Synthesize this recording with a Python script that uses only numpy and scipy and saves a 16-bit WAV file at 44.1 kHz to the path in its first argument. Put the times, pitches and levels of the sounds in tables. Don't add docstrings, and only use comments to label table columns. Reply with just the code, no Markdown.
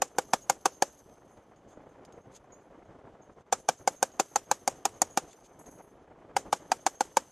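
import sys
import numpy as np
from scipy import signal
from scipy.fft import rfft, irfft
from scipy.io import wavfile
from scipy.ndimage import uniform_filter1d

SR = 44100
rng = np.random.default_rng(int(sys.argv[2]) if len(sys.argv) > 2 else 0)


def voltage_ratio(decibels):
    exponent = np.asarray(decibels, float) / 20
    return 10 ** exponent


def unload_audio(sound):
    columns = np.transpose(np.atleast_2d(sound))
    steps = np.round(np.clip(columns, -1, 1) * 32767)
    wavfile.write(sys.argv[1], SR, steps.astype(np.int16))


N = 322371

# (time [s], housing ring [dB], housing ring [Hz], lower ring [dB], landing of its case [dB])
SHOTS = [(0.019, -18.5, 778, -32, -68), (0.184, -17, 796, -28.5, -60.5), (0.334, -13.5, 770, -35, -47.5),
         (0.497, -13.5, 793, -30, -68), (0.656, -14.5, 777, -29.5, -49), (0.822, -13.5, 776, -28, -61),
         (3.525, -15.5, 768, -34, -64), (3.687, -15.5, 767, -31, -55), (3.875, -15, 758, -30, -51.5),
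         (4.027, -14.5, 765, -27.5, -45.5), (4.197, -15.5, 770, -32, -46), (4.358, -15.5, 810, -33, -56),
         (4.513, -15, 838, -29.5, -70), (4.676, -15, 772, -32, -57), (4.853, -15, 789, -35, -51),
         (5.017, -14, 751, -33, -46.5), (5.173, -15.5, 790, -31, -77), (6.365, -16, 793, -35.5, -70),
         (6.527, -14, 820, -36, -56), (6.717, -12.5, 765, -39, -55), (6.864, -13, 778, -38, -52),
         (7.007, -16, 805, -32, -73), (7.169, -12, 878, -26, -74)]
# (frequency [Hz], level [dB], t60 [s])
HOUSING_MODES = [(918, -16.5, 0.06), (1209, -20, 0.031), (1568, -14.5, 0.011), (1944, -30.5, 0.037),
                 (2316, -22, 0.028), (3300, -29, 0.0072), (4645, -14, 0.014)]
# (frequency [Hz], level [dB], t60 [s])
PORT_MODES = [(6560, -9, 0.0026), (6530, -2.5, 0.0062), (7000, -7, 0.0041), (6930, -25.5, 0.0075),
              (8840, -14.5, 0.0069), (11500, -27.5, 0.002), (12000, -20.5, 0.015)]
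# (frequency [Hz], level [dB], t60 [s])
CAVITY_MODES = [(160, -7, 0.06), (265, 0, 0.05), (322, 3, 0.045), (443, 5, .04), (580, 2.5, 0.035)]
# (delay [s], level [dB])
ECHOES = [
    (.0013, 4),
    (.0027, -2.5),
    (.0040, -8.5),
    (.0054, -7.5),
    (.0075, -17.5),
    (.0105, -13.5),
]
# (time [s], port ring [dB])
AIM = [
    (0, -19),
    (0.9, -17.5),
    (3.5, -18.5),
    (5.2, -17),
    (6.3, -21.5),
    (6.6, -26),
    (6.9, -18.5),
    (7.3, -20.5),
]
# (frequency [Hz], density [dB per Hz])
SPRAY_SPECTRUM = [(680, -3), (1150, 2.5), (1690, -3), (1880, -20.5), (2320, -11), (3600, -10),
                  (4030, -13.5), (6130, -6), (8300, -13.5), (12700, -25.5), (14000, -32)]
# (frequency [Hz], density [dB per Hz])
STROKE_SPECTRUM = [(59, -37), (100, -19), (264, 5.5), (791, 1.5), (1160, -8.5), (1310, -15), (1590, -5),
                   (4560, -12.5), (6660, 0.5), (12300, -18), (15500, -38.5)]
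# (frequency [Hz], density [dB per Hz])
SMEAR_SPECTRUM = [(240, -64.5), (400, -34), (1220, -18.5), (3480, -29), (4990, -6), (5380, -14.5),
                  (6640, 2), (11100, -26), (13100, -14), (14500, -37)]
# (time [s], smear [dB])
SMEARED_SHOTS = [(0.017, -22.5), (0.184, -38), (0.334, -44), (3.526, -21), (3.686, -29), (3.874, -26.5),
                 (4.026, -41), (4.197, -21.5), (4.359, -27), (5.172, -35), (6.866, -29), (7.007, -33),
                 (7.169, -31)]
# (time [s], level [dB])
TOP_NOISE_SHOTS = [
    (0.184, -45),
    (3.525, -58),
    (3.687, -58),
    (4.197, -44),
    (4.358, -40),
    (4.513, -56),
    (4.853, -52.5),
    (6.864, -53),
    (7.169, -58),
]
# (frequency [Hz], level [dB], t60 [s])
CASE_MODES = [(4850, -18, .1), (5760, -10, .2), (6160, -6, .2), (6420, 0, .2), (6550, -4, .2),
              (6665, -3, .25), (7210, -9, .25), (7870, -9, .25), (8890, -8, .25), (9745, -3, .45),
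              (10835, -6, .35), (11050, -12, .3), (11600, -6, .3), (12350, -7, .3), (12680, -10, .3)]
# (time [s], peak [dB], modes outside the port band [dB], dry tick re ring [dB])
STRAY_CASES = [(0.975, -58, -18, 7), (1.096, -75, -20, 28), (1.157, -66, -5, 13), (1.275, -65, -12, -3),
               (1.3094, -64, -5.5, 0), (1.3723, -64.5, -12, 17), (1.5604, -64, -25, 12),
               (1.6853, -63.5, -8, -3), (1.724, -66, -23, 5), (1.8884, -65.5, -11.5, -3),
               (2.05, -56, -39, 20), (2.1237, -54.5, -24, 12.5), (2.14, -73, -36, -10),
               (2.2094, -64, -34, -11), (2.5206, -52.5, -35, -13), (2.6194, -74, -4, 1),
               (2.8494, -70, -20.5, 8), (3.217, -57, -35.5, -14), (3.3243, -81, -16.5, 2),
               (5.33, -60, -6, 25), (5.4071, -59, -17, 7), (5.4474, -60, -15, 14), (5.5896, -50.5, -2, -7),
               (5.66, -46, -8.5, 1), (5.7094, -53, 0, -9), (5.749, -58, -11, -5), (5.78, -56, -10, -2),
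               (5.8194, -63, 2, -3), (5.8694, -67, -7, -2), (6.1694, -81, -20, 6.5)]
# (time [s], length [s], level [dB])
SCRAPES = [
    (1.674, 0.078, -72),
    (2.314, 0.074, -64),
    (2.348, 0.03, -59),
    (3.32, .016, -75),
    (3.385, .04, -75),
    (5.281, 0.07, -62.5),
    (5.438, 0.036, -62.5),
]
# (time [s], level [dB])
RUMBLE = [(0.0, -60.5), (0.3, -64), (0.71, -64.5), (0.98, -67), (1.2, -62.5), (1.55, -62), (1.78, -59),
          (2.0, -59.5), (2.6, -63), (2.97, -58.5), (3.36, -62.5), (4.4, -65), (5.05, -60.5), (5.4, -64),
          (5.8, -60), (6.05, -62.5), (6.5, -57.5), (7.31, -65)]
# (time [s], length [s], change [dB])
LEVEL_DIPS = [
    (2.215, .03, -6.5),
    (3.338, .024, -9),
    (3.425, 0.038, -11.5),
    (5.98, 0.025, 1.5),
]
# (frequency [Hz], density [dB per Hz])
RUMBLE_SPECTRUM = [(12, -27.5), (20, -12.5), (54, -5), (160, -3.5), (226, -4), (288, -0.5), (359, -3),
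                   (398, -0.5), (458, -1.5), (528, -2), (714, -3.5), (2500, -26), (3250, -49), (5500, -120)]
# (frequency [Hz], density [dB per Hz])
HISS_SPECTRUM = [(710, -29), (1200, -5.5), (2540, -18.5), (2980, -10.5), (4200, -20.5), (6370, -21),
                 (7250, -21), (7900, -25), (9990, -31.5), (15500, -40)]


def blasts():
    out, t = np.zeros(N + SR), np.arange(SR // 8) / SR
    chance = rng.standard_normal((len(SHOTS), 40))
    for (s, peak_db, hz, lower_db, _), i, luck in zip(SHOTS, fronts(SHOTS), chance):
        push = 1. * (t == 0)
        lower = ring(push, 529 * (1 + 0.027 * luck[8]), t60=0.054) * np.minimum(0.27 + t / 0.0015, 1)
        body = voltage_ratio(lower_db - peak_db + 10.0) * lower
        cavity = struck(push, CAVITY_MODES, luck[25:], spread_db=3, detune=0.027)
        body += voltage_ratio(-43.5 - peak_db) * cavity
        body += voltage_ratio(2.0) * overloaded_ring(t, hz, peak_db)
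        for k, (lag, db) in enumerate(ECHOES):
            push[max(round((lag + .0001 * luck[k]) * SR), 1)] += voltage_ratio(db + 2 * luck[k + 32])
        body += voltage_ratio(-0.5) * struck(push, HOUSING_MODES, luck[9:], spread_db=0.5, detune=0.06)
        push[0] = 2
        port = struck(push, PORT_MODES, luck[17:], spread_db=4.5, detune=0.014)
        port_db = np.interp(s, *np.transpose(AIM)) - 2
        out[i:i + len(t)] += voltage_ratio(peak_db) * band(body, 73, 6300) + voltage_ratio(port_db) * band(port, 3100, 11000)
    return out[:N]


def overloaded_ring(t, hz, peak_db):
    usual_db = -15.5
    hold_s = 0.0036 * voltage_ratio(.2 * (usual_db - peak_db))
    held = np.exp(-(t / max(hold_s, .002)) ** 1.6)
    after = voltage_ratio(-7 - 60 * t / 0.046)
    return np.cos(2 * np.pi * hz * t) * (held + after) * np.minimum(0.42 + t / 0.0036, 1)


def blast_noise():
    at = fronts(SHOTS)
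    gains = voltage_ratio(-10 + 2.5 * rng.standard_normal(len(at)))
    spray = voltage_ratio(-13.5) * dying(at, gains, 0.064) + voltage_ratio(-23.5) * dying(at, gains, 0, rise=.014)
    thump = dying(at, gains * voltage_ratio(-20), 0.066) * noise_band(300, 700)
    return spray * coloured(SPRAY_SPECTRUM) + thump


def bolt_stroke():
    return dying(fronts(SHOTS), voltage_ratio(-42.5), 0.19) * voltage_ratio(2.0 * drift(60)) * coloured(STROKE_SPECTRUM)


def channel_smear():
    def apart(t60):
        usual = dying(fronts(SHOTS), voltage_ratio(-55.5), t60)
        return usual + dying(fronts(SMEARED_SHOTS), voltage_ratio(np.array(SMEARED_SHOTS)[:, 1]), t60)
    return (apart(0.04) - apart(.012)) * coloured(SMEAR_SPECTRUM)


def top_noise():
    t60 = .02
    level = dying(fronts(SHOTS), voltage_ratio(-68), t60)
    level += dying(fronts(TOP_NOISE_SHOTS), voltage_ratio(np.array(TOP_NOISE_SHOTS)[:, 1]) / 2, t60)
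    return level * rms_one(band(noise_band(13300, 15800), 13300, 15800))


def brass():
    cases = landings()
    out = case_rings(cases) + loose_brass()
    s, peak_db, _, tick_db = np.transpose(cases)
    ticks = dying((s * SR).round().astype(int), voltage_ratio(peak_db + tick_db - 18.0), 0.029)
    return out + ticks * noise_band(1500, 8400)


def case_rings(cases):
    out, t = np.zeros(N + SR), np.arange(SR // 3) / SR
    hz, level_db, t60 = np.array(CASE_MODES).T[:, :, None]
    off_port = np.abs(hz - 6550) > 200
    chance = rng.standard_normal((len(cases), 2, len(CASE_MODES), 1))
    for (s, peak_db, upper_db, tick_db), (uneven, detune) in zip(cases, chance):
        damped_t60 = t60 * 0.92 * voltage_ratio(-.3 * max(tick_db, 0))
        mode_db = peak_db + level_db - 7.5 + off_port * (upper_db - 2.5)
        gains = voltage_ratio(mode_db + (4.5 + 1.0 * off_port) * uneven - 60 * t / damped_t60)
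        tumble = 1 + 0.25 * np.cos(2 * np.pi * (22 + 9.0 * uneven) * t)
        tones = np.sin(2 * np.pi * hz * (1 + 0.0018 * detune) * t)
        i = round(s * SR)
        out[i:i + len(t)] += (gains * tumble * tones).sum(axis=0) * np.minimum(t / 0.0033, 1)
    return out[:N]


def loose_brass():
    sizes = voltage_ratio(3.0 * np.minimum(rng.exponential(1, N), 4)) * rng.choice([-1, 1], N)
    taps = rms_one(sizes * (rng.random(N) < 2500 / SR))
    chatter = shaking() * voltage_ratio(3.5 * drift(25)) * taps
    out = voltage_ratio(9) * band(band(chatter, 6050, 6850), 5900, 6500) + voltage_ratio(-7.5) * band(chatter, 4200, 12500)
    dealt = rng.integers(0, len(CASE_MODES), N)
    for k, (hz, db, t60) in enumerate(CASE_MODES):
        out += ring(voltage_ratio(db - 32) * chatter * (dealt == k), hz, .55 * t60)
    return out


def landings():
    late_s = .087 + .003 * rng.standard_normal(len(SHOTS))
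    fallen = [(shot[0] + lag, shot[4], -19.5, -0.5) for shot, lag in zip(SHOTS, late_s)]
    return fallen + list(STRAY_CASES)


def shaking():
    at, (s, peak_db, _, _) = fronts(SHOTS), np.transpose(STRAY_CASES)
    shots = voltage_ratio(-61) * (dying(at, 0.99, 1.3) - dying(at, 0.84, .15))
    strays = dying((s * SR).astype(int), voltage_ratio(peak_db - 22.5), 0.46)
    at_rest = voltage_ratio(-85.5)
    return at_rest + shots + strays


def scrapes():
    level = bumps([(s, length, voltage_ratio(db)) for s, length, db in SCRAPES])
    grains = rng.standard_normal(N) * voltage_ratio(1.9 * drift(140))
    rub = band(grains, 2200, 8000) + 2.0 * band(grains, 5940, 6930) + 1.5 * band(grains, 3460, 3550)
    return level * rms_one(rub)


def background():
    at, echo_t60 = fronts(SHOTS), .8
    rumble_db = in_time(RUMBLE)[0] + bumps(LEVEL_DIPS)
    echo_db = -68.5 + 0.68 * np.array(SHOTS)[:, 0]
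    hiss = voltage_ratio(-72.5 + .75 * (rumble_db - rumble_db.mean())) + dying(at, voltage_ratio(echo_db), echo_t60)
    rumble, gust = coloured(RUMBLE_SPECTRUM), drift(18)
    bass = signal.lfilter(*signal.butter(1, 350, fs=SR), rumble)
    lumpy = voltage_ratio(2.0 * gust) * (voltage_ratio(3.8 * drift(33)) * bass + voltage_ratio(3.45 * drift(51)) * (rumble - bass))
    wash = dying(at, voltage_ratio(-67.5), echo_t60)
    air = hiss * voltage_ratio(-4.0 + 1.3 * gust) * coloured(HISS_SPECTRUM)
    return (voltage_ratio(rumble_db + 5.5) + wash) * rms_one(lumpy) + air


def patchy_treble(x, share):
    _, _, cells = signal.stft(x, nperseg=1024)
    bins, frames = cells.shape
    hz = np.arange(bins) * SR / 1024
    chance = rng.random((bins // 12 + 1, frames // 4 + 1))
    chance = np.repeat(np.repeat(chance, 12, axis=0), 4, axis=1)[:bins, :frames]
    dropped = chance < share * np.clip((hz[:, None] - 5000) / 5000, 0, 1)
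    return signal.istft(cells * np.where(dropped, voltage_ratio(-14), 1), nperseg=1024)[1][:N]


def fronts(rows):
    return ((np.array(rows)[:, 0] + .0008) * SR).round().astype(int)


def struck(push, modes, luck, spread_db, detune):
    return sum(voltage_ratio(db + spread_db * luck[k]) * ring(push, hz * (1 + detune * luck[k + 1]), t60)
               for k, (hz, db, t60) in enumerate(modes))


def ring(clicks, hz, t60):
    r, w = voltage_ratio(-60 / (t60 * SR)), 2 * np.pi * hz / SR
    return signal.lfilter([1, -r * np.cos(w)], [1, -2 * r * np.cos(w), r * r], clicks + 1e-18)


def dying(at, gains, t60, rise=0.):
    marks = np.zeros(N)
    marks[at] = gains

    def fall(m, seconds):
        return signal.lfilter([1], [1, -voltage_ratio(-60 / (seconds * SR))], m + 1e-18)
    return fall(marks[::-1], rise)[::-1] if rise else fall(marks, t60)


def bumps(rows):
    t = np.arange(N) / SR
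    return sum(height * np.sin(np.pi * np.clip((t - s) / length, 0, 1)) ** .5 for s, length, height in rows)


def in_time(rows):
    s, *columns = np.transpose(rows)
    return [np.interp(np.arange(N) / SR, s, c) for c in columns]


def drift(rate):
    r = np.exp(-80 * np.pi * rate / SR)
    slow = signal.lfilter([1], [1, -2 * r, r * r], rng.standard_normal(N // 40 + 2002))[2000:]
    return np.interp(np.arange(N) / 40, np.arange(len(slow)), np.clip(rms_one(slow), -2.2, 2.2))


def coloured(spectrum):
    hz, level_db = np.transpose(spectrum)
    grid = np.arange(N // 2 + 1) * SR / N + 1
    gain = voltage_ratio(np.interp(np.log(grid), np.log(hz), level_db))
    return rms_one(irfft(rfft(rng.standard_normal(N)) * gain, N))


def noise_band(low_hz, high_hz):
    return rms_one(band(rng.standard_normal(N), low_hz, high_hz))


def band(x, low_hz, high_hz):
    return signal.sosfilt(signal.butter(2, [low_hz, high_hz], "band", fs=SR, output="sos"), x)


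def rms_one(x):
    return x / np.sqrt(np.mean(x ** 2) + 1e-20)


def scene():
    at, stroke = fronts(SHOTS), bolt_stroke()
    clinks = brass() + scrapes()
    parted = uniform_filter1d(1. * (drift(9) > .1), size=300)
    parted_treble = band(band(np.roll(clinks + stroke, 300), 4300, 8400), 4300, 8400)
    unlike = channel_smear() + voltage_ratio(-8) * parted * parted_treble

    loud = .5 * np.tanh((blasts() + blast_noise()) / .5)
    loud = signal.sosfilt(signal.butter(3, 150, "high", fs=SR, output="sos"), loud)
    grip = uniform_filter1d(dying(at + round(.011 * SR), 1, 0.37), size=130)
    loud = voltage_ratio(-7.5 * grip) * loud

    duck = voltage_ratio(-4.0 * np.minimum(dying(at, 0.21, 0, rise=.12), 1))
    quiet = patchy_treble(duck * (clinks + background()) + stroke, share=.15)
    quiet = signal.sosfilt(signal.cheby2(12, 14, 13000, fs=SR, output="sos"), quiet)
    both = loud + quiet + unlike * np.array([[1], [-1]])
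    return signal.sosfilt(signal.cheby2(14, 36, 13550, fs=SR, output="sos"), both) + top_noise()


def roll_off(x):
    return signal.sosfilt(signal.butter(12, 16460, fs=SR, output="sos"), x)


def record(dry):
    mix = signal.sosfilt(signal.cheby2(10, 60, 16300, fs=SR, output="sos"), dry)
    return roll_off(mix)


dry = scene()
out = record(dry)
unload_audio(out)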